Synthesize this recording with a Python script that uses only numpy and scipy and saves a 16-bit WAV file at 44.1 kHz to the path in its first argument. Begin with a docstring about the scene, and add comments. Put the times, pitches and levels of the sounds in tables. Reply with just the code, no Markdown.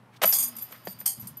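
"""In a park, a plastic flying disc slaps into the chains of a steel basket, drops out and hits the ground.
Each impact excites damped normal modes: low and brief in the plastic, high and bright in the jingling links.
The swinging chains crash on the steel frame in two bouts, and single links clink as they settle.
Trees scatter a faint echo over a low background hum; soft footfalls come near the end."""
import sys
import numpy as np
from scipy import signal
from scipy.fft import rfft, irfft
from scipy.io import wavfile

SR = 44100
rng = np.random.default_rng(int(sys.argv[2]) if len(sys.argv) > 2 else 0)


def log_audio(samples):
    """Write samples as a 16-bit WAV file to the path given in sys.argv[1]."""
    # one column per channel
    frames = np.atleast_2d(samples).T
    # limit to full scale, then quantise
    limited = np.clip(frames, -1, 1)
    pcm = np.round(limited * 32767).astype(np.int16)
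    wavfile.write(sys.argv[1], SR, pcm)


N = 61739

# blows on the disc: t/s, level/dB, crack offset/dB, flex offset/dB
DISC_BLOWS = [(0.2164, -16, 1, -13), (.2188, -9.5, 7, -9), (.2207, -18, 7.5, -18), (.2252, -23.5, 17, -8.5),
              (.230, -5, 4, -10), (.2345, -8, 2.5, -19), (.2366, -3.5, 5.5, -1), (.2416, 4.5, -5.5, -1),
              (.2446, -1, -2, -8), (0.7256, -28, 7.5, -8), (0.8715, -23.5, -1, 26.5),
              (1.0138, -31.5, 8, 20)]
# modes of the disc: f/Hz, level/dB, T60/s
DISC_MODES = [(530, 0, 0.073), (653, -1, 0.044), (890, -22, 0.049), (1014, -17, 0.022),
              (1310, -15.5, 0.028), (1837, -12.5, 0.022), (2260, -10.5, 0.03)]
# spectrum of the crack: f/Hz, level/dB
CRACK_SPECTRUM = [(100, -26.5), (380, -7.5), (580, 3), (950, -2.5), (1400, -1.5), (2200, 0.5), (4000, -8.5),
                  (8000, -14), (16000, -33)]

def disc(flex_hz=192.2, flex_rise_s=0.011):
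    """Impact excitation: each blow cracks, rings the plastic and flexes the dome with a low thump."""
    times, db, crack_db, _ = np.array(DISC_BLOWS).T
    body = convolve(taps(times, undb(db)), ring(DISC_MODES))
    bursts = sum(undb(level) * fade(0.02, start) for start, level in zip(times, db + crack_db))
    crack = undb(-20.5) * bursts * noise()
    snap = undb(-3) * taps(times, undb(db + crack_db))
    flex = 0
    for start, level, _, flex_db in DISC_BLOWS:
        age = since(start)
        rise = 1 - np.exp(-(age / flex_rise_s) ** 2)
        flex += undb(level + flex_db) * rise * fade(0.091, start) * np.sin(2 * np.pi * flex_hz * age)
    return undb(-21) * body + colour(crack + snap, CRACK_SPECTRUM) + undb(-30) * flex


# shaking of the chains: t/s, level/dB
SHAKE_ENVELOPE = [(.215, -38), (.222, -11), (0.233, 0.5), (.28, -5), (.32, -5.5), (.38, -4.5), (.435, -7.5),
                  (.46, -13.5), (.53, -53), (.58, -18.5), (0.682, -32), (0.833, -41), (0.893, -17),
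                  (.96, -39.5), (1.12, -48), (1.22, -28), (1.34, -57)]
# single links knocking together: t/s, level/dB, f/Hz, hardness/dB
LINK_CLINKS = [(0.2542, 14.5, 11900, -8), (.258, 10, 12610, -20), (.274, 20.5, 11830, -27),
               (.277, 13, 11600, -25), (0.282, 14, 12620, -31), (0.293, 20, 12120, -18),
               (.305, 12, 11630, -37), (0.478, -6.5, 12650, 7), (0.553, -10, 11950, -16),
               (.565, -8.5, 12050, 9), (.585, -14, 12650, 11), (.620, 1.5, 12000, -16),
               (.622, 6, 12770, -9), (0.7175, -9, 11980, -3), (0.722, -7, 12400, -8),
               (0.851, -4.5, 12100, -6), (.988, -20.5, 12000, 13.5), (1.002, -1.5, 12100, -2),
               (1.072, 4, 11975, -40), (1.197, -2, 11960, -16), (1.204, -7, 11830, -2),
               (1.370, 0.5, 12000, -13.5)]
# modes of a link: f/Hz, level/dB, T60/s, fractional spread of f between links
LINK_MODES = [(4805, -21.5, 0.16, 0.04), (6770, -14.5, 0.069, 0.082), (8840, -13.5, 0.16, 0.022),
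              (10800, -14, 0.063, 0.0065), (12040, -1.5, 0.079, 0.00492), (11440, -3.5, 0.034, 0.0212),
              (12570, -11.5, 0.053, .005), (14000, -7, 0.031, 0.033), (15050, -27, 0.28, .012)]
# spectrum of a contact between links: f/Hz, level/dB
TICK_SPECTRUM = [(500, -19), (2000, -16), (4000, -12), (5000, -25.5), (7500, -8), (10000, -7.5), (12500, 2),
                 (14000, -0.5), (16000, -17)]

def chains(count=10, contacts_per_s=900, clink_db=-31.5, bounce_s=0.0018):
    """Detuned resonators: unlike links collide and ring; a clinking pair beats and jolts its neighbours."""
    shake = undb(-28.5 + np.interp(clock(), *np.array(SHAKE_ENVELOPE).T, left=-120))
    forces = np.array([contacts(contacts_per_s / count) * shake for _ in range(count)])
    detune = rng.standard_normal((count, len(LINK_MODES)))
    detune -= detune.mean(axis=0)
    pairs = rings = 0
    for start, db, hz, hard_db in LINK_CLINKS:
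        gaps = bounce_s * (.5 + rng.random(size=4))
        for link, when in zip(rng.permutation(count), start + np.cumsum(gaps) - gaps[0]):
            forces[link, min(int(when * SR), N - 1)] += undb(clink_db - 7.5 + db + hard_db)
        age = since(start)
        split = 93 * (.5 + rng.random(size=2))  # sets the beat rates
        partials = [(hz, 1), (hz + split[0], 0.23), (hz - 2 * split[1], 0.13)]
        beat = sum(gain * np.sin(2 * np.pi * f * age) for f, gain in partials)
        pairs += undb(clink_db + db) * (1 - np.exp(-age / bounce_s)) * fade(0.098, start) * beat
    for force, offsets in zip(forces, detune):
        modes = [(hz * (1 + spread * d), db, t60) for (hz, db, t60, spread), d in zip(LINK_MODES, offsets)]
        rings += convolve(force, ring(modes))
    ticks = convolve(forces.sum(axis=0), colour(noise() * fade(0.016), TICK_SPECTRUM))
    return pairs + rings + undb(4) * ticks / 2


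# modes of a thin steel ring: f/Hz, level/dB, T60/s
PING_MODES = [(4654, -9, 0.29), (4720, 7, 0.017), (5100, -17, 0.3)]

def steel_ping():
    """Free vibration: steel rings thinly as the disc lands."""
    return convolve(taps([.8775], [undb(-38)]), ring(PING_MODES)) * (1 + shimmer())


# strikes on the frame, the first by the disc, the rest by the chains: t/s, ring/dB, chatter time constant/s,
# rattle/dB, first contact/dB, tilt/(dB per octave), factor on T60, spot struck (0 to 1)
FRAME_CRASHES = [(.238, -13, 0.016, -25, -30, -4, 1.07, 0.04), (0.325, -2, 0.018, -2, -3, -1, 1.3, 0),
                 (0.385, 1.5, 0.03, -28, -42, 2.5, 0.73, 0.2), (0.427, -3, 0.0082, -20, -18, 7, 0.8, 0),
                 (1.057, 0, 0.029, -7, -12.5, 0.5, 0.62, 0.9),
                 (1.2711, -17, 0.0015, -29.5, -35, 10.5, 0.58, 1)]
# modes of the frame: f/Hz, level at spot 0/dB, level at spot 1/dB, base T60/s
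FRAME_MODES = [(350, -35, -50, .7), (780, -16, -10, .08), (1100, -26, -42, .6), (1880, -30, -18, .15),
               (2090, -26, -18, .15), (3070, -24, -10, .13), (3235, -22, -11, .11), (3365, -13, -26, .24),
               (4517, -16, -7, .17), (4936, -11, -12, .22), (4981, -23, -32, .8), (6128, -4, -4, .18),
               (6737, -3, -7, .23), (7311, -15, -11, .2), (8453, -1, 3, .15), (8568, -6, -3, .17),
               (8787, 1, 2, .18), (10056, -12, -14, .22), (11050, -2, 1, .23), (11680, -5, -14, .18),
               (11973, 0, 4, .18), (12633, 0, -1, .18), (13293, -8, -7, .16), (13503, -8, -12, .18),
               (13780, -8, -6, .2)]
# spectra of the wires under chatter and on the first hard contact: f/Hz, level/dB
RATTLE_SPECTRUM = [(100, -65), (800, -13.5), (2000, -13), (4000, -13), (4750, 6.5), (6000, -11),
                   (7500, -1.5), (8600, -5), (9600, -0.5), (12000, 9), (13700, -0.5), (14500, -20)]
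CONTACT_SPECTRUM = [(100, -42), (550, -13), (780, -3.5), (1000, -10.5), (4200, -12), (5150, 8),
                    (6600, -11.5), (9600, -11), (13600, 2.5), (16000, -40)]

def frame(chatter_per_s=1500, pivot_hz=9900):
    """Modal energy balance: chattering chains feed the frame's decaying modes and rattle its wires."""
    sound = np.zeros(N)
    energies = np.zeros((len(FRAME_MODES), N))
    for start, ring_db, chatter_s, rattle_db, contact_db, tilt, sustain, spot in FRAME_CRASHES:
        chatter = contacts(chatter_per_s) * fade(chatter_s * np.log(1000), start)
        chatter /= np.linalg.norm(chatter) + 1e-9
        wires = colour(noise() * fade(0.043), RATTLE_SPECTRUM)
        sound += undb(rattle_db - 6) * convolve(chatter, wires) / 2
        sound += undb(contact_db - 18) * colour(noise() * fade(0.071, start), CONTACT_SPECTRUM)
        for k, (hz, *spot_db, t60) in enumerate(FRAME_MODES):
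            mode_db = np.interp(spot, [0, 1], spot_db)
            push = undb(ring_db + mode_db + tilt * np.log2(hz / pivot_hz)) * chatter
            retained = np.exp(-2 * np.log(1000) / (t60 * sustain) / SR)  # energy share left per sample
            energies[k] += signal.lfilter([1], [1, -retained], push ** 2)
    for (hz, *_), energy in zip(FRAME_MODES, energies):
        phase = 2 * np.pi * (hz * clock() + rng.random()) + shimmer()
        sound += undb(-26) * np.sqrt(energy) * (1 + shimmer()) * np.sin(phase)
    return sound


def shimmer():
    """Random modulation: ringing steel wavers while the chains press on it."""
    return 0.36 * wander(hz=88)


# spectrum of the disc striking earth: f/Hz, level/dB
THUD_SPECTRUM = [(100, -18), (280, -4), (500, -7), (740, 4), (950, -3), (1250, -17.5), (2100, -11),
                 (3500, -18.5), (16000, -37)]

def landing(start=.8716):
    """Inelastic impact: the earth damps the disc to one dull push and a short crunch."""
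    push = taps([start], [undb(11)])
    crunch = fade(0.032, start) * noise()
    return undb(-26.5) * colour(push + crunch, THUD_SPECTRUM)


# footfalls: t/s, level/dB
FOOTFALLS = [(0.91, -51), (1.165, -45.5), (1.219, -44.5)]

def footfalls(rise_s=0.012):
    """Gradual loading: weight sinks into soft earth and excites mostly low frequencies."""
    weight = sum(undb(db) * (1 - np.exp(-since(s) / rise_s)) * fade(0.48, s) for s, db in FOOTFALLS)
    spectrum = [(40, -22), (90, -3), (150, -2.5), (250, -4.5), (400, -32.5), (3000, -31.5), (16000, -36)]
    return colour(weight * noise(), spectrum)


# brief rustles: t/s, level/dB, Gaussian width/s, nominal centre f/Hz
RUSTLE_BURSTS = [(0.146, -59, 0.013, 2500), (.169, -53, 0.0052, 3800), (0.712, -48, 0.0028, 670),
                 (0.744, -52.5, 0.022, 2050)]

def rustles():
    """Friction noise: clothing swishes and dry ground is scuffed."""
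    sound = 0
    for when, db, width, hz in RUSTLE_BURSTS:
        swell = np.exp(-.5 * ((clock() - when) / width) ** 2)
        band = [(hz / 8, -25), (hz / 0.97, -2), (hz * 0.61, 0), (hz * 4, -25)]
        sound += undb(db) * swell * colour(noise(), band)
    return sound


# spectrum of the scattered sound: f/Hz, level/dB
ECHO_SPECTRUM = [(100, -2.5), (400, -10), (1000, -2), (2200, -1), (5000, 0.5), (10000, -18.5),
                 (16000, -4.5)]

def scatter(x, t60):
    """Diffuse reflection: ground and trees return a dense, exponentially decaying echo."""
    response = colour(noise() * fade(t60, start=0.0029), ECHO_SPECTRUM)
    return convolve(x, response / np.linalg.norm(response))


# a faint sinking tone: t/s, f/Hz, level/dB
SINKING_TONE = [(0.381, 275.5, -55), (0.431, 248, -51), (.54, 237, -50), (0.591, 223, -52), (.64, 212, -77)]
# spectrum of distant noise: f/Hz, level/dB
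PARK_SPECTRUM = [(25, -39.5), (122, -1.5), (240, -2.5), (310, -10.5), (700, -13), (905, -9), (7240, -39.5),
                 (12200, -36), (15000, -49)]

def park(hum_hz=119):
    """Ambient noise floor: distant noise with two frequency-modulated tones, one wavering, one sinking."""
    hum_pitch = hum_hz * (1 + 0.013 * wander(hz=7.7))
    hum = undb(-57.5) * np.sin(2 * np.pi * np.cumsum(hum_pitch) / SR)
    times, hz, db = np.array(SINKING_TONE).T
    tone_gain = undb(np.interp(clock(), times, db, left=-120, right=-120))
    tone = tone_gain * np.sin(2 * np.pi * np.cumsum(np.interp(clock(), times, hz)) / SR)
    return undb(-57) * colour(noise(), PARK_SPECTRUM) + hum + tone


def ring(modes):
    """Modal superposition: impulse response of damped modes (f/Hz, level/dB, T60/s)."""
    t = clock()[:N // 2]
    return sum((-1) ** k * undb(db) * np.exp(-np.log(1000) * t / t60) * np.sin(2 * np.pi * hz * t)
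               for k, (hz, db, t60) in enumerate(modes))


def contacts(per_s, spread_db=3):
    """Poisson process: independent collisions of log-normal strength and random sign."""
    return (rng.random(N) < per_s / SR) * undb(spread_db * noise()) * rng.choice([-1, 1], N)


def taps(times, sizes):
    """Ideal impacts: one impulse at each time."""
    return np.bincount(np.clip(np.asarray(times) * SR, 0, N - 1).astype(int), sizes, N)


def colour(x, points, size=4096):
    """Minimum-phase filtering through (f/Hz, level/dB) points, scaled to keep white noise's power."""
    hz, db = np.array(points).T
    grid = np.maximum(np.arange(size // 2 + 1) * SR / size, 1)
    magnitude = undb(np.interp(np.log(grid), np.log(hz), db))
    cepstrum = irfft(np.log(magnitude))
    cepstrum[1:size // 2] *= 2  # folding onto positive time makes the filter causal
    cepstrum[size // 2 + 1:] = 0
    response = irfft(np.exp(rfft(cepstrum)))
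    return convolve(x, response / np.linalg.norm(response))


def convolve(x, response):
    """Convolution: x drives a linear system."""
    return signal.fftconvolve(x, response)[:N]


def fade(t60, start=0):
    """Exponential decay: a sudden onset, then a fall of 60 dB in t60 seconds."""
    return (clock() >= start) * np.exp(-np.log(1000) * since(start) / t60)


def wander(hz):
    """Low-pass noise: smooth random motion of rms 1."""
    motion = signal.sosfilt(signal.butter(2, hz, fs=SR, output="sos"), noise())
    return motion / np.sqrt(np.mean(motion ** 2))


def noise():
    """Gaussian white noise."""
    return rng.standard_normal(N)


def undb(db):
    """Level to amplitude ratio."""
    return 10 ** (np.asarray(db) / 20)


def clock():
    """Sample times, t/s."""
    return np.arange(N) / SR


def since(start):
    """Seconds elapsed after an onset, zero before it."""
    return np.maximum(clock() - start, 0)


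def scene(far_cutoff_hz=4900):
    """Superposition: direct impacts, a quick ground echo, a long dull tree echo and the background."""
    hits = disc() + chains() + steel_ping() + frame() + landing()
    dull = signal.sosfilt(signal.butter(2, far_cutoff_hz, fs=SR, output="sos"), hits)
    echo = undb(-17.5) * scatter(hits, t60=0.27) + undb(-23.5) * scatter(dull, t60=4.3)
    return (hits + echo + footfalls() + rustles() + park())[None]


def record(dry, low_hz=85, top_hz=15600):
    """Band limiting: a gentle high-pass thins the deep bass and a steep low-pass cuts the top."""
    thin = signal.sosfilt(signal.butter(2, low_hz, "high", fs=SR, output="sos"), dry)
    return signal.sosfilt(signal.ellip(10, .2, 80, top_hz, fs=SR, output="sos"), thin)


dry = scene()
out = record(dry)
log_audio(out)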